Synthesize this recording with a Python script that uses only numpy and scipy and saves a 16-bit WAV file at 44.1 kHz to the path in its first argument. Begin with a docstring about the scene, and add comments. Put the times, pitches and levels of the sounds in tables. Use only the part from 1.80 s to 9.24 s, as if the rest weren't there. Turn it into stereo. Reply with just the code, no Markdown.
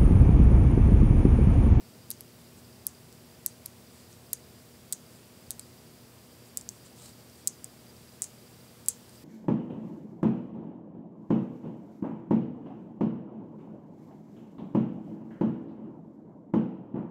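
"""Room rumble, mains hum, microphone hiss and a faint flicker near 5 kHz come first and run throughout.
Over them, magnetic steel balls peeled off a chain snap onto a cluster in cupped hands over a table.
Each snap is one or several contacts, each a thud and brief rings; near surfaces and the room echo them.
Skin rustles in between: grainy noise that swells with each slide of the fingers."""
import sys
import numpy as np
from scipy import signal
from scipy.fft import rfft, irfft, next_fast_len
from scipy.io import wavfile

SR = 44100
rng = np.random.default_rng(int(sys.argv[2]) if len(sys.argv) > 2 else 0)


def generate_wav(signal):
    """Clip the signal to [-1, 1] and save it as 16-bit WAV at the path in sys.argv[1]."""
    frames = np.transpose(np.atleast_2d(signal))
    scaled = np.clip(frames, -1, 1) * 32767
    pcm = np.round(scaled).astype(np.int16)
    wavfile.write(sys.argv[1], SR, pcm)


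N = 328104

# Rumble and hiss common to both sides: (frequency [Hz], relative density [dB per Hz])
AIR_MID = [(15, -74), (25, -36), (68, -9), (107, -5), (179, -7), (241, -6.5), (275, -8.5), (472, -9),
           (540, -13), (1550, -21.5), (4080, -23), (4800, -21), (6280, -25), (8450, -25), (15700, -26.5)]
# Rumble and hiss that differ between the sides: (frequency [Hz], relative density [dB per Hz])
AIR_SIDE_COLOUR = [(15, -56), (25, -25), (241, 0.5), (283, 3.5), (361, 3.5), (652, 6), (7580, -12),
                   (11100, -47), (12300, -55), (13700, -43.5), (15700, -36)]
# Narrow humps and dips in the background: (centre [Hz], width [Hz], gain [dB])
AIR_HUMPS = [(85, 14, 6), (154.6, 8.5, 7.5), (197.4, 10.6, 6.5), (447, 13, -4), (536, 9.8, -1),
             (590, 9.6, -0.5), (633, 18, 2.5), (719, 13, 1), (5140, 140, -1.5), (5620, 91, 3.5),
             (7600, 480, 3), (13700, 96, 8)]
# Mains multiples, appliance tones, electronic whines: (frequency [Hz], mean rms level [dB])
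HUM_TONES = [(120, -63), (203, -74), (240, -63), (360, -72), (480, -73.5), (585, -77.5), (636, -75.5),
             (8393, -78), (8629, -80), (10368, -77.5)]
# Steel-on-steel knocks: (time [s], strength [dB], low ring [Hz], high ring [Hz], brightness [dB],
# decay constant of the neighbouring balls' chatter [ms])
KNOCKS = [(0.3042, -27.5, 9240, 11300, 11.5, 0.32), (0.311, -33, 6310, 11350, 5, .35),
          (0.3136, -28, 8400, 11100, 5, .35), (0.4078, -39, 9500, 11300, 15.5, 0.39),
          (1.0676, -21, 8000, 11400, 11.5, .5), (1.3265, -46, 8230, 11390, 6, .35),
          (1.662, -15, 7830, 12300, 6, .46), (1.6625, -33, 7340, 11260, -2, .35),
          (1.8577, -36, 7820, 10920, -4, .35), (1.8601, -28, 8500, 11400, 8.5, 0.48),
          (2.3285, -44, 6310, 10360, -13, .35), (2.5312, -20, 7500, 11900, 8, .6),
          (2.533, -19, 8750, 10800, -8, .35), (2.5347, -21, 7500, 11100, -6, 0.29),
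          (2.5357, -35, 7300, 10380, -9, .35), (3.1251, -15, 8100, 10700, -1, 0.87),
          (3.1277, -24, 8140, 10640, -4, .35), (3.1307, -20.9, 8200, 11000, -4, .35),
          (3.1327, -30, 7050, 10800, -3, .35), (3.7067, -19, 8200, 10640, 2, .62),
          (3.7153, -31.5, 8960, 12980, -3, 0.47), (3.7949, -27.5, 8500, 11000, -1.5, 1.0),
          (4.7725, -16, 7070, 10200, -1, 1.3), (4.8116, -32.5, 7320, 11300, -11, .35),
          (4.8899, -19.5, 6730, 12500, -10.5, .9), (5.4977, -49, 7950, 10900, -7, .35),
          (5.674, -9.5, 7900, 12400, -5.5, 0.42), (5.679, -18, 7500, 12000, -4, 0.64),
          (5.8439, -24, 7970, 12700, -7, .35), (6.4201, -16, 8440, 9800, -6.5, 0.67),
          (6.4211, -26, 6960, 12170, -15, .3), (6.433, -34, 8200, 10800, -3, .35),
          (6.4415, -27, 7730, 11200, -6, .35), (6.4436, -31, 6740, 10800, -12, .35),
          (7.061, -36, 8160, 10800, -3, .35), (7.0847, -11.5, 8000, 10300, 3, 0.44),
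          (7.0862, -15.5, 8480, 10700, -13, .7), (7.0878, -14, 8700, 11000, -5, .35),
          (7.2941, -43, 8870, 10800, -11, .35), (7.3563, -47, 7970, 10800, -7, .35)]
# Rings of every contact, rows thud, palm, low ring, high ring, fizz: (level at a medium contact [dB],
# gain per strength [dB/dB], gain per brightness [dB/dB], time to peak [ms])
RING_MODES = [(-22.5, 0.32, 0.13, 0.22), (-8, 0.6, .15, 0.25), (1.5, 1, 0, .28), (0.5, 1, 1, 0.19),
              (-6, 1.1, 0.86, 0.19)]
# Changing shape of the cupped hands: (time [s], resonance of the hollow [Hz], its ring gain [dB],
# thud gain [dB], gain let out into the room [dB])
HAND_SHAPE = [(0.3, 4370, 2, 1, 1), (1.07, 5000, 2.5, -5, -1), (1.7, 4900, 0, 3, -2.5),
              (2.5, 4400, -1, 3, -0.5), (3.13, 4130, 0, 1.5, -0.5), (3.8, 4250, 1.5, 2, -1),
              (4.75, 5880, 1, -8, 0), (5.7, 5340, 3.5, -6, -1.5), (5.85, 5100, -6, -8, -2),
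              (6.43, 5240, 2, 3.5, 5.5), (7.1, 5000, -1, -1.5, 1)]
# Direct sound off the nearest surfaces: (delay [ms], level [dB], left minus right [dB])
NEAR_BOUNCES = [(1.6, -15, 5), (2.2, -16.5, 4), (3.0, -31, -2)]
# Echoes from walls and ceiling: (delay [ms], relative level [dB], left minus right [dB])
WALL_ECHOES = [(5.84, -17, 4), (6.3, -34, -4), (7.73, -16, -3), (8.28, -33, 2), (15.74, -19, -3),
               (16.36, -24, 0), (23.6, -23, 0), (31, -38, -2)]
# Spectrum the room returns of a contact: (frequency [Hz], relative gain [dB])
ROOM_COLOUR = [(1000, -26), (3500, -20.5), (5000, -14), (5800, -7.5), (6600, -0.5), (8000, -3), (9000, -7),
               (10300, -4.5), (11500, -19), (14000, -27), (15600, -30), (16200, -50)]
# Time for the tail to fall 60 dB: (frequency [Hz], time [s])
TAIL_DECAY = [(2000, 0.31), (4500, 0.27), (7500, 0.2), (11000, 0.14), (16000, 0.084)]
# Fingers sliding over skin and balls: (middle [s], length [s], peak rms level [dB])
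SLIDES = [(.61, .1, -68), (0.783, 0.076, -61), (2.18, 0.25, -62.5), (2.32, .1, -61), (3.334, 0.24, -64),
          (3.85, 0.45, -70), (4.67, 0.12, -63), (4.947, .15, -62), (5.065, .08, -58.5), (5.243, 0.23, -52),
          (5.393, .15, -63), (5.59, 0.15, -61), (6.203, 0.18, -65), (6.35, 0.11, -62.5), (7.35, .15, -65)]
# Spectrum of the slides: (frequency [Hz], relative density [dB per Hz])
SLIDE_COLOUR = [(1000, -6), (2500, -13), (4200, -3), (6000, -7.5), (7000, -2.5), (8200, 0.5), (9500, -7.5),
                (12000, -12), (15500, -15)]

AIR_MID_DB, AIR_SIDE_DB = -54.5, -62.5  # rms
HISS_EDGE_HZ, BAND_EDGE_HZ = 15750, 16930
FLICKER_HZ, FLICKER_WIDTH_HZ, FLICKER_RMS_DB = 4830, 460, -70
MEDIUM_DB = -25  # strength of a medium contact
THUD_HZ, FIZZ_HZ = 1760, 14700
CHATTER_DB = -23.5  # against the first blow
PALM_EDGE_HZ, STEEL_TOP_HZ = 3100, 16000  # the rings fall away steeply outside these
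ROOM_DB = 16.5  # gain of all that the room returns
ROOM_BRIGHT_DB_PER_DB = 0.41  # sent into the room per dB of brightness
ECHO_SMEAR_MS, SMEAR_SAMPLES = 0.3, 60
TAIL_DB, TAIL_SIDE_DB, DIRECT_SIDE_DB = -13.5, -13, -39


def gain_of(db):
    """Amplitude factor of a level in dB."""
    return 10 ** (np.asarray(db) / 20)


def evened(x):
    """Scales to rms 1."""
    return x / np.sqrt(np.mean(x ** 2) + 1e-20)


def read(points, hz):
    """Interpolates a spectrum table over log frequency."""
    point_hz, value = np.transpose(points)
    return np.interp(np.log(hz + 1), np.log(point_hz + 1), value)


def add(mix, start_s, sound):
    """Adds a sound in place, cut at the end of the mix."""
    part = mix[round(start_s * SR):][:len(sound)]
    part += sound[:len(part)]


def coloured(x, db_of_hz):
    """Shapes a long signal by a spectrum in dB."""
    size = next_fast_len(len(x))
    hz = np.fft.rfftfreq(size, 1 / SR)
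    return irfft(rfft(x, size) * gain_of(db_of_hz(hz)), size)[:len(x)]


def wander(corner_hz):
    """Random curve of rms 1: noise smoothed above the corner."""
    steps = rng.standard_normal(4000)
    count = len(steps)
    hz = np.fft.rfftfreq(count, N / SR / count)
    lowpass = (hz > 0) / (1 + (hz / corner_hz) ** 2)
    smooth = irfft(rfft(steps) * lowpass, count)
    return evened(np.interp(np.arange(N) / N * count, np.arange(count), smooth))


def panned(db, left_minus_right_db):
    """Left and right gains as a column."""
    return gain_of([[db + left_minus_right_db / 2], [db - left_minus_right_db / 2]])


def air():
    """Room rumble and microphone hiss: coloured noise, one part common to both sides, one opposed."""
    def details_db(hz):
        humps = sum(db / (1 + (2 * (hz - centre_hz) / width_hz) ** 2)
                    for centre_hz, width_hz, db in AIR_HUMPS)
        return humps - 90 * (hz > HISS_EDGE_HZ)

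    mid_noise, side_noise = rng.standard_normal((2, N))
    mid = evened(coloured(mid_noise, lambda hz: read(AIR_MID, hz) + details_db(hz)))
    side = evened(coloured(side_noise, lambda hz: read(AIR_SIDE_COLOUR, hz) + details_db(hz)))
    mid, side = mid * gain_of(AIR_MID_DB), side * gain_of(AIR_SIDE_DB)
    return np.array([mid + side, mid - side])


def hum():
    """Sines of mains, appliances and electronics, wavering a little in level and phase."""
    t = np.arange(N) / SR
    total = np.zeros(N)
    for hz, rms_db in HUM_TONES:
        amplitude = np.sqrt(2) * gain_of(rms_db + 0.64 * wander(1.5))
        cycles = hz * t + 0.048 * wander(3.1)
        total += amplitude * np.sin(2 * np.pi * cycles)
    return total


def flicker():
    """Narrow-band noise whose level jumps quickly up and down at random."""
    def band_db(hz):
        return -20 * np.log10(1 + (2 * (hz - FLICKER_HZ) / FLICKER_WIDTH_HZ) ** 2)

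    band = coloured(rng.standard_normal(N), band_db)
    level_db = 12.3 * np.tanh(0.98 * wander(59))
    return gain_of(FLICKER_RMS_DB) * evened(band * gain_of(level_db))


def contact(row, chance):
    """One steel-on-steel knock: a faint thud and four brief rings, repeated by the neighbouring balls."""
    s, strength_db, low_hz, high_hz, bright_db, chatter_ms = row
    ms = np.arange(len(chance)) / SR * 1e3
    shape_s, *shape = np.transpose(HAND_SHAPE)
    palm_hz, palm_db, thud_db, room_db = (np.interp(s, shape_s, column) for column in shape)

    hz = np.array([THUD_HZ, palm_hz, low_hz, high_hz, FIZZ_HZ])[:, None]
    medium_db, per_strength, per_bright, peak_ms = np.transpose(RING_MODES)[:, :, None]
    u = ms / peak_ms
    envelope = (u * np.exp(1 - u)) ** 2
    level_db = MEDIUM_DB + medium_db + per_strength * (strength_db - MEDIUM_DB) + per_bright * bright_db
    rings = gain_of(level_db) * envelope * np.sin(2 * np.pi * hz * ms / 1e3)
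    rings[:2] *= gain_of([[thud_db], [palm_db]])

    # squared draws with kept sign: a few knocks stand out
    chatter = gain_of(CHATTER_DB) * chance * abs(chance) * np.exp(-ms / max(chatter_ms, 0.02))
    chatter[0] = 1  # the first blow
    thud = np.convolve(rings[0], chatter)
    steel = np.convolve(rings[1:].sum(0), chatter)
    blow = gain_of(strength_db + room_db + ROOM_BRIGHT_DB_PER_DB * bright_db) * chatter
    return thud, steel, blow


def balls():
    """All contacts: the direct sound, rings band-limited, and the bare blows that the room answers."""
    tracks = np.zeros((3, N))
    for row, chance in zip(KNOCKS, rng.standard_normal((len(KNOCKS), 400))):
        for track, part in zip(tracks, contact(row, chance)):
            add(track, row[0], part)
    thud, rings, blows = tracks
    band = signal.butter(7, [PALM_EDGE_HZ, STEEL_TOP_HZ], "bandpass", fs=SR, output="sos")
    return thud + signal.sosfilt(band, rings), blows


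def bounces(direct):
    """Delayed copies of the direct sound off the nearest surfaces."""
    return sum(panned(db, pan_db) * np.roll(direct, round(ms * SR / 1e3))
               for ms, db, pan_db in NEAR_BOUNCES)


def early_echoes(size):
    """Wall and ceiling echoes: each a clear front with decaying random scatter."""
    early = np.zeros((2, size))
    sample = np.arange(SMEAR_SAMPLES)
    smear = 0.33 * np.exp(-sample / (ECHO_SMEAR_MS * SR / 1e3))
    draws = rng.standard_normal((len(WALL_ECHOES), SMEAR_SAMPLES))
    for (ms, db, pan_db), chance in zip(WALL_ECHOES, draws):
        burst = chance * smear + (sample == 0)
        early[:, round(ms * SR / 1e3):][:, :SMEAR_SAMPLES] += burst * panned(db, pan_db)
    return early


def late_tail(size):
    """Sparse random-sign reflections, one per 12 samples, that die band by band."""
    taps = np.zeros((2, size))
    at = np.arange(130, size - 12, 12)
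    at = at + rng.integers(0, 12, (2, len(at)))
    np.put_along_axis(taps, at, rng.choice([-1., 1.], at.shape), 1)
    hz, t, bands = signal.stft(taps, SR, nperseg=128)
    decay = gain_of(-60 * t / read(TAIL_DECAY, hz)[:, None])
    mid, side = signal.istft(bands * decay, SR, nperseg=128)[1][:, :size]
    side = side * gain_of(TAIL_SIDE_DB)
    return np.array([mid + side, mid - side]) * gain_of(TAIL_DB) / np.linalg.norm(mid)


def room(blows):
    """Coloured blows convolved with early echoes and a decaying tail."""
    size = SR // 2
    response = early_echoes(size) + late_tail(size)
    shaped = gain_of(ROOM_DB) * coloured(blows, lambda hz: read(ROOM_COLOUR, hz))
    return signal.oaconvolve(shaped[None], response, axes=1)[:, :N]


def rustle():
    """Grainy hiss of skin that swells and fades with each slide of the fingers."""
    grains = rng.standard_normal(N) * gain_of(1.6 * wander(120))
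    hiss = evened(coloured(grains, lambda hz: read(SLIDE_COLOUR, hz) - 90 * (hz > HISS_EDGE_HZ)))
    power = np.zeros(N)  # overlapping slides add in power
    for middle_s, length_s, db in SLIDES:
        swell = gain_of(db) * np.hanning(round(length_s * SR))
        add(power, middle_s - length_s / 2, swell ** 2)
    return hiss * np.sqrt(power)


def scene():
    """Steady background plus contacts, their reflections and the rustle, in stereo."""
    background = air() + hum() + flicker() * gain_of([[-1.5], [1.5]])
    near, blows = balls()
    skin = rustle()
    # the two microphone ports differ slightly: a faint late copy, opposed in the sides
    ports = gain_of(DIRECT_SIDE_DB) * np.roll(near + skin, 3) * [[1], [-1]]
    hands = near + skin + ports + bounces(near) + room(blows)
    return background + hands


def record(dry):
    """Band limit: a steep linear-phase low-pass."""
    lowpass = signal.firwin(255, BAND_EDGE_HZ, window=("kaiser", 9), fs=SR)
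    return signal.oaconvolve(dry, lowpass[None], "same")


dry = scene()
out = record(dry)
generate_wav(out)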